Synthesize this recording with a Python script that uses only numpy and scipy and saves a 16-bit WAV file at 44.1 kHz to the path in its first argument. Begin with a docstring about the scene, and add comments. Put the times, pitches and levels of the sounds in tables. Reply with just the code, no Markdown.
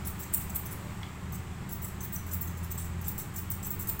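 """A quiet room: small steel scissors trim a dog's coat, about three cuts a second.
The blades scrape along each other, rising in pitch as they close and falling as they open;
brisk cuts end in a clack. Behind them: steady room noise, a soft hiss, faint hums and the drone
of a distant motor slowly speeding up. A far whine and a dry tap are each heard once."""
import sys
import numpy as np
from scipy import signal
from scipy.fft import rfft, irfft
from scipy.io import wavfile
from scipy.ndimage import uniform_filter1d

SR = 44100
rng = np.random.default_rng(int(sys.argv[2]) if len(sys.argv) > 2 else 0)


def file_out(sig):
    """Save sig as 16-bit WAV at sys.argv[1]."""
    # one column per channel
    cols = np.atleast_2d(sig).T
    # limit, then scale
    lim = np.clip(cols, -1, 1)
    pcm = np.round(lim * 32767).astype(np.int16)
    wavfile.write(sys.argv[1], SR, pcm)


N = 176400


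def amp(db):
    """Decibels to gain."""
    return 10 ** (np.asarray(db) / 20)


def unit(x):
    """Scale to rms 1."""
    return x / np.sqrt(np.mean(x ** 2) + 1e-20)


def read(points, hz):
    """Interpolate on a log-frequency axis."""
    f, value = np.transpose(points)
    return np.interp(np.log(hz + 1), np.log(np.sort(f)), value)


def add(mix, start_s, sound):
    """Mix a sound in at start_s."""
    part = mix[max(round(start_s * SR), 0):][:len(sound)]
    part += sound[:len(part)]


def drift(t, max_rate):
    """Smooth random wander along t, rms about 1."""
    rates = max_rate * np.geomspace(.1, 1, 20)
    return np.sin(2 * np.pi * (rates * t[:, None] + rng.random(20))).sum(1) / np.sqrt(10)


def patches(shape, bins, frames):
    """Random field of rms 1, smoothed over frequency and time."""
    field = uniform_filter1d(rng.standard_normal(shape), size=bins, axis=0)
    return unit(uniform_filter1d(field, size=frames, axis=1))


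def colour(x, spectrum, ripple_db=0):
    """Minimum-phase filter of unit energy, with optional random ripple."""
    hz = np.fft.rfftfreq(2048, 1 / SR)
    gain = amp(read(spectrum, hz) + ripple_db * drift(hz, 1 / 700))
    cepstrum = irfft(np.log(gain))
    cepstrum[1:len(hz) - 1] *= 2
    cepstrum[len(hz):] = 0
    taps = irfft(np.exp(rfft(cepstrum)))
    return signal.fftconvolve(x, taps / np.linalg.norm(taps))[:len(x)]


def motor():
    """A distant motor gathers speed; three orders follow its rotation."""
    # run-up (time [s], rotation [Hz], level [dB])
    run_up = [(0.0, 75.6, -39.5), (0.28, 77.36, -47.5), (0.44, 79.1, -40), (0.86, 78.97, -49),
              (1.43, 80.1, -42), (2.08, 81.9, -48.5), (2.23, 84.1, -40.5), (3.05, 84.3, -35.5),
              (3.21, 86.8, -50), (3.36, 87.1, -44.5), (3.88, 89.5, -43), (4.0, 93.2, -63)]
    t = np.arange(N) / SR
    times_s, hz, level_db = np.transpose(run_up)
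    turns = np.cumsum(np.interp(t, times_s, hz)) / SR
    drone = sum(amp(db) * np.sin(2 * np.pi * order * turns)
                for order, db in [(1, 0.5), (1.5, -15.5), (2, -9)])
    return amp(2 + np.interp(t, times_s, level_db)) * drone


def hums():
    """Faint tones wavering in level and phase."""
    # hums (frequency [Hz], level [dB])
    tones = [(177, -51), (193, -49.5), (297, -61.5), (357, -59.5), (384, -62), (769, -66.5)]
    t = np.arange(N) / SR
    waver_db, waver_rad = 2.7, 0.59
    return sum(amp(db + waver_db * drift(t, 5)) * np.sin(2 * np.pi * hz * t + waver_rad * drift(t, 5))
               for hz, db in tones)


def air():
    """Steady, mostly low room noise with a slight flicker."""
    # noise spectrum (frequency [Hz], relative density [dB])
    spectrum = [(20, -5.5), (35, -7), (55, -3), (80, -2), (120, 1.5), (150, -4), (180, -3.5), (225, -10.5),
                (300, -15.5), (420, -17), (500, -23), (700, -22.5), (850, -19), (1200, -18.5),
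                (1550, -23.5), (2000, -22.5), (3000, -29.5), (4500, -35.5), (6000, -38), (7800, -30.5),
                (10000, -44.5), (16000, -41)]
    level_db, flicker_db = -41, 1.05
    hz, _, z = signal.stft(rng.standard_normal(N), SR, nperseg=4096, noverlap=3072)
    z = z * amp(read(spectrum, hz)[:, None] + flicker_db * patches(z.shape, bins=12, frames=5))
    noise = signal.istft(z, SR, nperseg=4096, noverlap=3072)[1][:N]
    return amp(level_db) * unit(noise)


def hiss():
    """A soft hiss that drops after a second, then partly returns."""
    # envelope (time [s], level [dB])
    envelope = [(0, -52.5), (.5, -51.5), (.9, -51.5), (1.15, -60), (1.6, -63), (4, -57)]
    # hiss spectrum (frequency [Hz], level [dB])
    spectrum = [(200, -13), (1000, 7), (3000, -5.5), (6000, -13), (7800, -2.5), (9500, -17), (16000, -6)]
    level_db = np.interp(np.arange(N) / SR, *np.transpose(envelope))
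    return colour(rng.standard_normal(N), spectrum) * amp(level_db)


def scrape(t, force, contact, body_db=0):
    """Friction rings the blades unevenly; a peak follows the contact point (0 pivot, 1 tips)."""
    # blade resonances (frequency [Hz], level [dB])
    blades = [(300, -47), (2000, -31.5), (4000, -18), (5000, -21), (5450, -10), (5800, -16), (6250, -5.5),
              (6880, -17.5), (7350, -4.5), (8000, -2), (8900, -13.5), (9350, -9), (9750, -17), (10200, -3),
              (10700, -12.5), (11100, -5.5), (11500, -15), (12600, -4), (13100, -4), (13600, 5),
              (14050, -4), (14450, 5.5), (14900, 2), (15700, 6)]
    pivot_hz, tips_hz, glide_width_hz, glide_db = 6500, 15600, 2500, 5
    attack_s, grip_db, flicker_db = 0.0019, 1.6, 5.5
    body_hz = 10510  # lower modes lie below
    hz, times_s, z = signal.stft(rng.standard_normal(len(t)), SR, nperseg=256, noverlap=192)
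    pitch_hz = pivot_hz + (tips_hz - pivot_hz) * np.interp(times_s, t, contact)
    rough_db = flicker_db * patches(z.shape, bins=3, frames=6)
    steel_db = read(blades, hz) + grip_db * drift(hz, 1 / 900) + body_db / (1 + (hz / body_hz) ** 10)
    peak_db = glide_db * np.exp(-((hz[:, None] - pitch_hz) / glide_width_hz) ** 2)
    z = z * amp(steel_db[:, None] + peak_db + rough_db)
    ring = signal.istft(z, SR, nperseg=256, noverlap=192)[1][:len(t)]
    running_rms = np.sqrt(uniform_filter1d(ring ** 2, size=400) + 1e-12)
    return np.minimum(t / attack_s, 1) * force * ring / running_rms


def clack(t, bright_db, body_db, handles_db):
    """A short chatter of steel on steel rings blades and handles."""
    # bright blade ring (frequency [Hz], level [dB])
    bright = [(300, -45), (8000, -30), (11500, -23), (12600, -14), (13500, -5), (14450, 3), (15200, 5),
              (16000, -9)]
    # lower blade ring (frequency [Hz], level [dB])
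    body = [(300, -31), (5000, -37), (6800, -18.5), (7400, -8.5), (8300, 0), (8800, -1), (9400, -4.5),
            (9900, -12), (10250, -1), (10700, 0), (11200, -12), (16000, -27)]
    # handles knocking together (frequency [Hz], level [dB])
    handles = [(300, -3), (1500, -22), (2600, -4.5), (3600, -12), (4300, -6.5), (5200, -23), (7000, -29),
               (16000, -31)]
    rise_s = 0.0017
    blow = t / rise_s * np.exp(1 - t / rise_s)
    ring = sum(amp(db) * unit(colour(rng.standard_normal(len(t)) * blow, spectrum, ripple_db=1.5))
               for db, spectrum in [(bright_db, bright), (body_db, body), (handles_db, handles)])
    return amp(-4) * np.sqrt(np.mean(blow ** 2)) * ring


def scissors():
    """Closing blades touch, then bite towards the tips; opening ones rub back to the pivot."""
    # closing strokes (start [s], length [s], touch [dB], bite [dB], lower modes [dB])
    closes = [(0.048, 0.036, -40.5, -34.5, 2), (0.325, .021, -37, -25, -2), (0.545, 0.019, -37, -29, -2),
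              (0.709, 0.027, -38.5, -43, 0), (1.690, 0.044, -41, -34, 3.5), (2.005, 0.047, -40, -38, 4.5),
              (2.311, 0.035, -35.5, -33.5, 1), (2.629, 0.018, -49, -42, 5), (2.701, 0.017, -52, -36, 7.5),
              (3.041, 0.05, -43.5, -34, 5), (3.339, 0.051, -44.5, -34.5, 0), (3.627, 0.049, -38, -36, -2),
              (3.871, 0.028, -33.5, -26, -1)]
    # opening strokes (start [s], length [s], first rub [dB], last rub [dB], lower modes [dB])
    opens = [(.190, 0.051, -41, -43.5, 3), (0.495, 0.0073, -43, -35, 0.5), (0.655, 0.018, -37.5, -42, 3),
             (1.322, 0.036, -43.5, -44.5, 1), (1.817, 0.041, -41, -39.5, 0.5),
             (2.124, .040, -34, -37.5, -2), (2.41, .019, -33, -32.5, -4.5), (2.777, 0.052, -37, -49, 6.5),
             (3.178, 0.04, -33.5, -45.5, 5), (3.501, 0.023, -31, -35.5, -1.5), (3.704, 0.012, -32, -30, -4),
             (3.792, 0.037, -36.5, -39, 0.5), (3.992, 0.036, -33, -43, 4)]
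    # light touches of the loose blades (time [s], level [dB])
    touches = [(0.409, -36), (1.877, -41), (2.264, -41.5), (2.288, -44), (2.471, -38.5), (2.571, -43),
               (2.844, -40.5), (3.012, -39.5), (3.360, -34.5), (3.646, -35.5)]
    # blades snapping shut (time [s], bright ring [dB], lower ring [dB], handles [dB])
    clacks = [(.071, -35, -34.5, -61), (0.3372, -27, -24.5, -58), (.3445, -18.5, -28, -43),
              (0.557, -32, -35, -50), (0.565, -30, -39, -49), (.725, -43, -45, -53), (2.334, -34, -42, -56),
              (2.721, -32, -49, -58), (3.081, -25.5, -42, -72), (3.379, -37, -45, -60),
              (3.668, -37, -45, -55), (3.89, -25, -46.5, -54), (3.896, -31, -38, -42.5)]
    release_s, touch_s = 0.0051, 0.015
    out, t = np.zeros(N), np.arange(SR // 10) / SR

    def stroke(length_s):
        """Travel from 0 to 1, and the fade once it ends."""
        return np.minimum(t / length_s, 1), np.exp(-np.maximum(t - length_s, 0) / release_s)

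    for start_s, length_s, touch_db, bite_db, body_db in closes:
        travel, release = stroke(length_s)
        force = amp(touch_db) * np.exp(-t / (2 * touch_s)) + amp(bite_db) * travel ** 2.56
        add(out, start_s, scrape(t, release * force, travel, body_db))
    for start_s, length_s, first_db, last_db, body_db in opens:
        travel, release = stroke(length_s)
        force = amp(first_db + (last_db - first_db) * travel)
        add(out, start_s, scrape(t, release * force, 1 - travel, body_db))
    for start_s, db in touches:
        add(out, start_s, scrape(t, amp(db) * np.exp(-t / touch_s), contact=np.zeros(len(t))))
    for start_s, *levels_db in clacks:
        add(out, start_s, clack(t, *levels_db))
    return out


def whine():
    """A faint, unsteady far tone that rises a little."""
    # glide (time [s], frequency [Hz], level [dB])
    glide = [(.68, 544, -73), (.76, 555, -56), (.84, 572, -58), (.89, 599, -54), (.95, 620, -75)]
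    t = np.arange(N) / SR
    times_s, hz, db = np.transpose(glide)
    level = np.interp(t, times_s, amp(db), left=0, right=0)
    phase = 2 * np.pi * np.cumsum(np.interp(t, times_s, hz)) / SR
    return level * np.sin(phase + .8 * drift(t, 29.4))


def tap():
    """One dry tap on a small hard object being handled."""
    # object resonances (frequency [Hz], level [dB])
    resonances = [(200, -12), (1200, -12), (1900, -6), (2200, 6), (2480, -13), (2650, 0), (2850, -2),
                  (3200, -4), (3900, -7), (4450, -8), (5000, -18), (5650, -11), (6500, -26), (16000, -38)]
    start_s, level_db, decay_s = 1.031, -35, 0.0032
    out, t = np.zeros(N), np.arange(SR // 10) / SR
    burst = rng.standard_normal(len(t)) * np.exp(-t / decay_s)
    add(out, start_s, amp(level_db) * colour(burst, resonances))
    return out


def room(x):
    """Direct sound, hard reflections and a diffuse tail whose colour slowly shifts."""
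    # first reflections (delay [s], level [dB])
    echoes = [(.0045, -11.5), (.0205, -20), (.034, -13.5)]
    # decay (frequency [Hz], T60 [s])
    decay = [(500, 0.4), (4000, 0.37), (8000, 0.4), (16000, 0.29)]
    tail_db, gap_s, crossfade_per_s = -5.5, .006, 0.87
    out = x.copy()
    for delay_s, db in echoes:
        add(out, delay_s, amp(db) * x)
    for k in range(3):  # three tails, crossfaded at constant power
        hz, t, z = signal.stft(rng.standard_normal(SR), SR, nperseg=256)
        tail = signal.istft(z * amp(-60 * t / read(decay, hz)[:, None]), SR)[1]
        share = np.sqrt(2 / 3) * np.cos(np.pi * (crossfade_per_s * np.arange(N) / SR + k / 3))
        add(out, gap_s, amp(tail_db) * signal.fftconvolve(x * share, tail / np.linalg.norm(tail)))
    return out


def scene():
    """Scissors and tap in the room, over the background; mono."""
    near = room(amp(3.5) * scissors() + tap())
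    return (near + motor() + hums() + whine() + air() + hiss())[None]


def record(dry):
    """Steep low-pass band limit."""
    cutoff_hz = 15850
    taps = signal.firwin(611, cutoff_hz, window=("kaiser", 8), fs=SR)
    return signal.oaconvolve(dry, taps[None], "same")


dry = scene()
out = record(dry)
file_out(out)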